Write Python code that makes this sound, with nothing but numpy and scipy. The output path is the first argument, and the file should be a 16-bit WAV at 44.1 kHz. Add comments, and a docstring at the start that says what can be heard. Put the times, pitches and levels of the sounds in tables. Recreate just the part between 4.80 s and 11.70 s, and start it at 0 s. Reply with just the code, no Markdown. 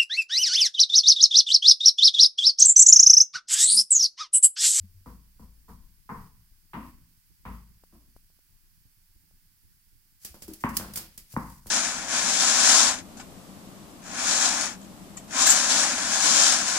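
"""A ball, a staircase and a dog

A tennis ball bounces down a wooden staircase, away from the microphone, and is thrown back up to the
landing. Each bounce is a hollow pock of the shell, a thud and a boom of the stairs, in an echoing
stairwell. A small dog jumps for the ball: claws clatter, and pads thump, brush and skid on the hard floor.
Dull knocks, ticks and rumble lie underneath; an expander turns the hiss down between sounds."""
import sys
import numpy as np
from scipy import signal
from scipy.fft import rfft, irfft
from scipy.io import wavfile

SR = 44100
rng = np.random.default_rng(int(sys.argv[2]) if len(sys.argv) > 2 else 0)


def transcribe(signal):
    """Save signal, clipped to [-1, 1], as a 16-bit WAV file at the path in sys.argv[1]."""
    frames = np.atleast_2d(signal).T
    limited = np.clip(frames, -1, 1)
    pcm = np.round(limited * 32767).astype(np.int16)
    wavfile.write(sys.argv[1], SR, pcm)


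N = 304278
TIME = np.arange(N) / SR
RING_TIME = TIME[:SR]   # one second for a sound to die away

# A mode is one tone an object rings at. Its ring time (t60) is how long it takes to fade by 60 dB.
# rumble of the hand-held microphone: (frequency [Hz], level [dB])
RUMBLE_SPECTRUM = [(12, -30), (20, 15.5), (29, -9.5), (70, -14.5), (101, -12.5), (125, -21.5), (173, -17),
                   (226, -31.5), (258, -26), (369, -36), (404, -38.5), (700, -55.5), (910, -40.5),
                   (1540, -120)]
# microphone hiss: (frequency [Hz], level [dB])
HISS_SPECTRUM = [(410, -69), (700, -16), (958, -13.5), (1040, -12), (1150, -10.5), (1380, -12),
                 (1460, -7.5), (1640, -7.5), (2460, -9), (3940, -10.5), (4670, -3.5), (6650, -9),
                 (13700, -2.5), (16000, -3)]
# low rings and knocks: the stairs still ring from a bounce just before the start, then dull thumps come through
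# the floor: (time [s], pitch [Hz], level [dB], ring time [s])
LOW_KNOCKS = [(.001, 88.7, -31, 0.31), (0.036, 195, -33, 0.088), (0.141, 93.6, -37, 0.34),
              (5.502, 62, -32, 0.084), (5.643, 65.7, -41.5, 0.38), (6.538, 116, -26, 0.085)]

# the harder the surface, the more treble a bounce keeps
TREAD_HZ, TILE_HZ, WALL_HZ = 1920, 4500, 3070
# bounces: (time [s], strength [dB], distance [m], thud pitch [Hz], boom level [dB], hardness [Hz])
BALL_BOUNCES = [(.259, -51.5, 2.45, 189, -47.5, TREAD_HZ), (.594, -59, 2.05, 187, -47, TREAD_HZ),
                (.881, -53, 4, 171, -50.5, TREAD_HZ), (1.291, -39, 3.4, 173.6, -59, TREAD_HZ),
                (1.933, -39.5, 4.3, 232, -50, TILE_HZ), (2.652, -43.5, 2.95, 185, -43, TILE_HZ),
                (3.124, -64, 2.7, 248, -57, TILE_HZ), (5.838, -32.5, 1.17, 226, -47.5, WALL_HZ),
                (6.564, -36, 1.02, 210, -49.5, TREAD_HZ)]
# the ball's hollow shell: (frequency [Hz], level [dB], ring time [s])
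BALL_SHELL_MODES = [(954, 6.5, 0.012), (1088, -19.5, 0.03), (1106, -12.5, 0.14), (1093, 7.5, 0.012),
                    (1370, -6, 0.015)]
# the slap at first touch: (frequency [Hz], level [dB], ring time [s])
BALL_SLAP_MODES = [(1440, -7, 0.017), (1960, 0, 0.0053), (2740, -2.5, 0.0036), (3450, -2.5, 0.0013)]
# the thud of a step: (frequency [multiple of its pitch], level [dB], ring time [s])
STEP_MODES = [(.47, -2, 0.032), (.8, 1, 0.038), (1.002, 1.5, 0.055), (1.281, 1, 0.025), (1.948, -9, 0.021),
              (2.602, -7.5, 0.019)]
# the boom of the whole staircase: (frequency [Hz], level [dB], ring time [s])
BOOM_MODES = [(55.26, -0.5, 1), (82.2, -4.5, 0.45)]
# low tones that swell once more after a bounce: (frequency [Hz], level [dB], ring time [s])
AFTER_RING_MODES = [(57.2, 1.5, 0.53), (77.7, -3, 0.28), (110.4, -1.5, 0.32), (168.4, -5.5, 0.51)]
# the stairwell's echo: (frequency [Hz], ring time [s], build-up time [s])
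STAIRWELL_ECHO = [(60.4, 0.93, 0.089), (171, 0.68, 0.0076), (424, 0.52, 0.0085), (1130, 0.48, 0.0081),
                  (2950, 0.77, 0.001), (6100, 0.34, 0.001), (15000, 0.35, 0.001)]
# how alike the echo is left and right: (frequency [Hz], likeness [1 = the same])
ECHO_LIKENESS = [(50, 1), (250, 0.98), (500, 0.88), (1000, 0.72), (2000, -0.2), (5000, 0.016),
                 (15000, 0.19)]
# small dry ticks: (time [s], level [dB])
DRY_TICKS = [(3.037, -38.5), (3.364, -38), (3.501, -54), (3.59, -51.5), (4.511, -52)]

# claws and paws scraping the hard floor: (frequency [Hz], level [dB])
SCRAPE_SPECTRUM = [(1000, -16), (2000, -9.5), (3900, -10), (4800, -2.5), (6500, -4), (9500, -2.5),
                   (14000, -3), (16000, -7)]
# quick swipes of a paw: (time of the peak [s], level [dB])
PAW_SWIPES = [(5.424, -47), (5.808, -44.5), (5.962, -39.5), (6.514, -45.5), (6.89, -50)]
# the dog jumps towards the microphone and runs off: (time [s], distance [m])
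DOG_DISTANCES = [(5.6, 1.47), (6.05, 0.65), (6.9, 2.5)]
# claws hit the floor: (time [s], level [dB], scrape length [s])
CLAW_STRIKES = [(5.447, -41, 0.0055), (5.542, -62, 0.0033), (5.620, -45.5, 0.011), (5.680, -56.5, 0.002),
                (5.7345, -50, 0.0053), (5.890, -53, 0.01), (5.9685, -37, 0.0021), (5.972, -39.5, 0.0024),
                (6.136, -48.5, 0.0089), (6.157, -39.5, 0.0064), (6.172, -38.5, .014), (6.377, -45.5, .0028),
                (6.8685, -47.5, 0.0025)]
# soft pads land: (time [s], level [dB])
PAD_LANDINGS = [(5.448, -55.5), (5.542, -53), (5.620, -55), (5.680, -53.5), (5.972, -47), (5.998, -43),
                (6.010, -44.5), (6.047, -48), (6.172, -47), (6.377, -58), (6.538, -53), (6.859, -52)]
# the thump of a pad: (frequency [Hz], level [dB], ring time [s])
THUMP_MODES = [(75.5, 2, 0.034), (205, -4, 0.083), (328, -8, 0.067), (513, 1, 0.015), (930, 7.5, 0.0055),
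               (1556, 3, 0.0067)]
# the tones of a skidding pad: (frequency [Hz], level [dB])
SKID_TONES = [(205, -10), (324, -1), (398, -9.5)]


def from_db(db):
    """Turn decibels into a gain."""
    return 10 ** (np.asarray(db) / 20)


def unit_energy(x):
    """Scale a sound so that its squares sum to one."""
    return x / np.sqrt(np.sum(x ** 2) + 1e-20)


def at_hz(points, hz, column=1):
    """Read between the rows of a table, on a scale of octaves."""
    table = np.array(points)
    return np.interp(np.log(hz), np.log(table[:, 0]), table[:, column])


def add(out, s, sound):
    """Mix a sound in, starting at s seconds."""
    start = max(round(s * SR), 0)
    out[..., start:start + sound.shape[-1]] += sound[..., :N - start]


def panned(left_db):
    """Two gains that make the left channel left_db louder than the right."""
    return from_db([[left_db / 2], [-left_db / 2]])


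def filtered(x, kind, hz, order=2):
    """Keep what is below hz ("low"), above it ("high") or between two values ("band")."""
    return signal.sosfilt(signal.butter(order, hz, kind, fs=SR, output="sos"), x + 1e-18)


def tinted(x, spectrum):
    """Give a sound a spectrum; white noise keeps its power."""
    size = x.shape[-1]
    hz = np.maximum(np.arange(size // 2 + 1) * SR / size, 1)
    gain = from_db(at_hz(spectrum, hz))
    return irfft(rfft(x) * gain / np.sqrt(np.mean(gain ** 2)), size)


def stereo(mid, side, alike):
    """Blend two noises into left and right; alike = 1 makes both the same."""
    return np.sqrt((1 + alike) / 2) * mid + np.sqrt((1 - alike) / 2) * side * [[1], [-1]]


def coloured(spectrum, alike):
    """Stereo noise with a given spectrum and a power of one."""
    mid, side = tinted(rng.standard_normal((2, N)), spectrum)
    noise = stereo(mid, side, alike)
    return noise / noise.std()


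def flicker(depth_db, rate_hz):
    """A factor that wanders at random around one."""
    slow = filtered(rng.standard_normal(N + SR), "low", rate_hz)[SR:]
    return from_db(depth_db * slow / slow.std())


def fading_tone(hz, db, t60):
    """One mode, dying away."""
    return from_db(db - 60 * RING_TIME / t60) * np.sin(2 * np.pi * hz * RING_TIME)


def swelling_tone(hz, db, t60):
    """A low mode of the floor that swells and dies."""
    return fading_tone(hz, db, t60) * (1 - np.exp(-RING_TIME / .01))


def ring(modes):
    """A blow sets several modes ringing, every second one upside down."""
    return unit_energy(sum((-1) ** k * fading_tone(*mode) for k, mode in enumerate(modes)))


def rumble_and_hiss():
    """The hand holding the microphone makes a lumpy rumble; the microphone itself hisses."""
    rumble = from_db(-52) * coloured(RUMBLE_SPECTRUM, alike=0.51) * flicker(depth_db=4.0, rate_hz=21)
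    hiss = from_db(-58.5) * coloured(HISS_SPECTRUM, alike=0.03)
    return rumble * panned(left_db=1.0) + hiss * panned(left_db=-4.0)


def knocks():
    """Each low ring or dull knock is a single low mode of the stairs or floor."""
    out = np.zeros(N)
    for s, hz, db, t60 in LOW_KNOCKS:
        add(out, s, swelling_tone(hz, db, t60))
    return out * panned(left_db=3.0)


def noise_bands(size):
    """Stereo noise in bands a third of an octave wide, each with its centre frequency."""
    edges = np.geomspace(20, 18000, 30)
    white = rng.standard_normal((2, 2, size + SR // 4))
    for k, (low, high) in enumerate(zip(edges, edges[1:])):
        mid, side = filtered(white[k % 2], "band", [low, high])[:, -size:]
        hz = np.sqrt(low * high)
        yield hz, stereo(mid, side, at_hz(ECHO_LIKENESS, hz))


def stairwell_echoes(count):
    """One echo for each place of impact: near walls answer first, the lows swell later and last longer."""
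    echoes = 0
    near_walls = 1 + 0.8 * np.exp(-RING_TIME / 0.025)
    for hz, band in noise_bands(count * SR):
        t60 = at_hz(STAIRWELL_ECHO, hz, column=1)
        build_up_s = at_hz(STAIRWELL_ECHO, hz, column=2)
        shape = near_walls * from_db(-60 * RING_TIME / t60) * (1 - np.exp(-RING_TIME / build_up_s))
        echo = band.reshape(2, count, SR) * shape
        # every place feeds the room with the same energy
        power = np.mean(echo ** 2, axis=(0, 2), keepdims=True)
        echoes = echoes + echo * np.sqrt(band.var() * np.mean(shape ** 2) / power)
    return echoes.swapaxes(0, 1)


def in_room(pulse, echo, direct_db, left_db, right_lag_samples=7):
    """A sound arrives directly, a little later on the right, along with its echo."""
    response = echo.copy()
    response[[0, 1], [0, right_lag_samples]] += np.sqrt(SR / 100) * from_db(direct_db)
    return signal.fftconvolve(pulse[None], response, axes=1) * panned(left_db)


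def ball(squash_s=0.00319, after_ring_s=0.27, middling_db=-38, shadow_db_per_m=2.5):
    """The shell pocks and slaps at first touch; thud and boom follow as the ball squashes into the step."""
    out = np.zeros((2, N))
    shell = filtered(ring(BALL_SHELL_MODES), "low", 2210, order=4)
    boom = filtered(ring(BOOM_MODES), "low", 210)
    boom *= 1 - np.exp(-RING_TIME / 0.034)   # the whole staircase is slow to swing
    boom /= boom[:SR // 10].std()
    after_ring = sum(swelling_tone(*mode) for mode in AFTER_RING_MODES)
    echoes = stairwell_echoes(len(BALL_BOUNCES))
    for (s, strength_db, metres, pitch, boom_db, hard_hz), echo in zip(BALL_BOUNCES, echoes):
        # with a stronger bounce the thud grows slowly, the slap fast
        thud_db = middling_db + 0.14 + 0.59 * (strength_db - middling_db)
        slap_db = middling_db - 8 + 1.17 * (strength_db - middling_db)
        pock = from_db(strength_db) * shell + from_db(slap_db) * ring(BALL_SLAP_MODES)
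        pock = filtered(pock, "low", hard_hz, order=4)
        step = ring([(multiple * pitch, db, t60) for multiple, db, t60 in STEP_MODES])
        thud = from_db(thud_db) * filtered(step, "low", 3500)
        # distance weakens the direct sound; further down, the stairs also hide more of the thud
        direct_db = 8 - 20 * np.log10(metres)
        thud_direct_db = direct_db + 7 - shadow_db_per_m * metres
        add(out, s, in_room(pock, echo, direct_db, left_db=0.5))
        add(out, s + squash_s, in_room(thud, echo, thud_direct_db, left_db=3.0))
        add(out, s + squash_s, from_db(boom_db) * boom * panned(left_db=3.5))
        add(out, s + after_ring_s, from_db(thud_db - 10.5) * after_ring * panned(left_db=4.0))
    return out


def ticks(pitch_hz=560, t60=0.0023):
    """A tone that dies almost at once is heard as a tiny tick."""
    out = np.zeros(N)
    tick = filtered(ring([(pitch_hz, 0, t60)]), "low", 1700, order=6)
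    for s, db in DRY_TICKS:
        add(out, s, from_db(db) * tick / np.abs(tick).max())
    return out * panned(left_db=3.0)


def scuff(start_s=5.40, rise_s=0.01, fall_s=0.033):
    """Paws brush the floor steadily once the dog moves, and each swipe swells and fades."""
    level = from_db(-58) * np.clip((TIME - start_s) / rise_s, 0, 1)
    for s, db in PAW_SWIPES:
        swipe = from_db(db) * np.exp(-np.maximum((s - TIME) / rise_s, (TIME - s) / fall_s))
        level = np.hypot(level, swipe)
    return level * flicker(depth_db=2.5, rate_hz=49) * coloured(SCRAPE_SPECTRUM, alike=0.073)


def claws(echoes, edge_db=5, edge_scrape_s=0.0036):
    """Each claw clicks and slips over the floor for a few milliseconds."""
    out = np.zeros((2, N))
    scrape = coloured(SCRAPE_SPECTRUM, alike=0.081)
    scrape *= flicker(depth_db=2.0, rate_hz=490)   # a claw catches and lets go
    claw_echoes = tinted(echoes, SCRAPE_SPECTRUM)
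    for k, (s, claw_db, length_s) in enumerate(CLAW_STRIKES):
        metres = np.interp(s, *np.transpose(DOG_DISTANCES))
        direct_db = 6 - 20 * np.log10(metres)
        contact = (1 - np.exp(-RING_TIME / .0004)) * np.exp(-RING_TIME / length_s)
        scrape_now = np.roll(scrape, -round(s * SR), axis=1)[:, :SR]
        click = np.sqrt(SR / 50) * unit_energy(contact * scrape_now)
        # the shorter the scrape, the sharper its edge of top treble
        edge = filtered(click, "high", 11000, order=1)
        click += (from_db(edge_db) - 1) * edge_scrape_s / length_s * edge
        room_fill = np.sqrt(np.cumsum(unit_energy(contact) ** 2))   # the echo builds as the claw scrapes
        echo = claw_echoes[k % len(echoes)] * room_fill
        add(out, s, from_db(claw_db) * (from_db(direct_db) * click + echo) * panned(left_db=-1.5))
    return out


def pads(echoes, middling_db=-53.5, db_per_octave=2.5):
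    """Soft pads thump on the floor; a heavier step is a harder contact and sounds brighter."""
    out = np.zeros((2, N))
    for k, (s, pad_db) in enumerate(PAD_LANDINGS):
        hard_hz = min(1050 * 2 ** ((pad_db - middling_db) / db_per_octave), SR * .45)
        thump = from_db(pad_db) * unit_energy(filtered(ring(THUMP_MODES), "low", hard_hz))
        add(out, s, in_room(thump, echoes[k % len(echoes)], direct_db=5.0, left_db=2.5))
    return out


def skid(start_s=5.674, rise_s=0.0074, hold_s=0.044, t60=0.39):
    """A pad sticks and slips, making a short, unsteady low note."""
    age = TIME - start_s
    fade_db = 60 * np.maximum(age - hold_s, 0) / t60
    level = np.clip(age / rise_s, 0, 1) * from_db(-44.5 - fade_db)
    pitch_wobble = flicker(depth_db=.4, rate_hz=85)
    phase = 2 * np.pi * np.cumsum(pitch_wobble) / SR
    note = sum(from_db(db) * np.sin(hz * phase) for hz, db in SKID_TONES)
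    return level * flicker(depth_db=4.0, rate_hz=57) * note * panned(left_db=3.5)


def scene():
    """Ball, dog and background sounds together."""
    bounces = ball()
    dog_echoes = stairwell_echoes(count=8)
    dog = claws(dog_echoes) + pads(dog_echoes) + scuff() + skid()
    return rumble_and_hiss() + knocks() + bounces + ticks() + dog


def expander(x, closed_db=-64, open_db=-54, depth_db=5.5, smooth_s=0.0063):
    """Turn everything down while the middle frequencies are quiet."""
    middle = filtered(x.mean(axis=0), "band", [400, 3000])
    keep = np.exp(-1 / (smooth_s * SR))
    smooth_power = signal.lfilter([1 - keep], [1, -keep], middle ** 2)
    level_db = 10 * np.log10(smooth_power + 1e-14)
    return x * from_db(np.interp(level_db, [closed_db, open_db], [-depth_db, 0]))


def record(dry, low_cut_hz=28, high_cut_hz=16200):
    """The deepest rumble is lost, quiet stretches are turned down and the top treble is cut."""
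    heard = expander(filtered(dry, "high", low_cut_hz))
    treble_cut = signal.ellip(10, .1, 70, high_cut_hz, fs=SR, output="sos")
    return signal.sosfilt(treble_cut, heard)


dry = scene()
out = record(dry)
transcribe(out)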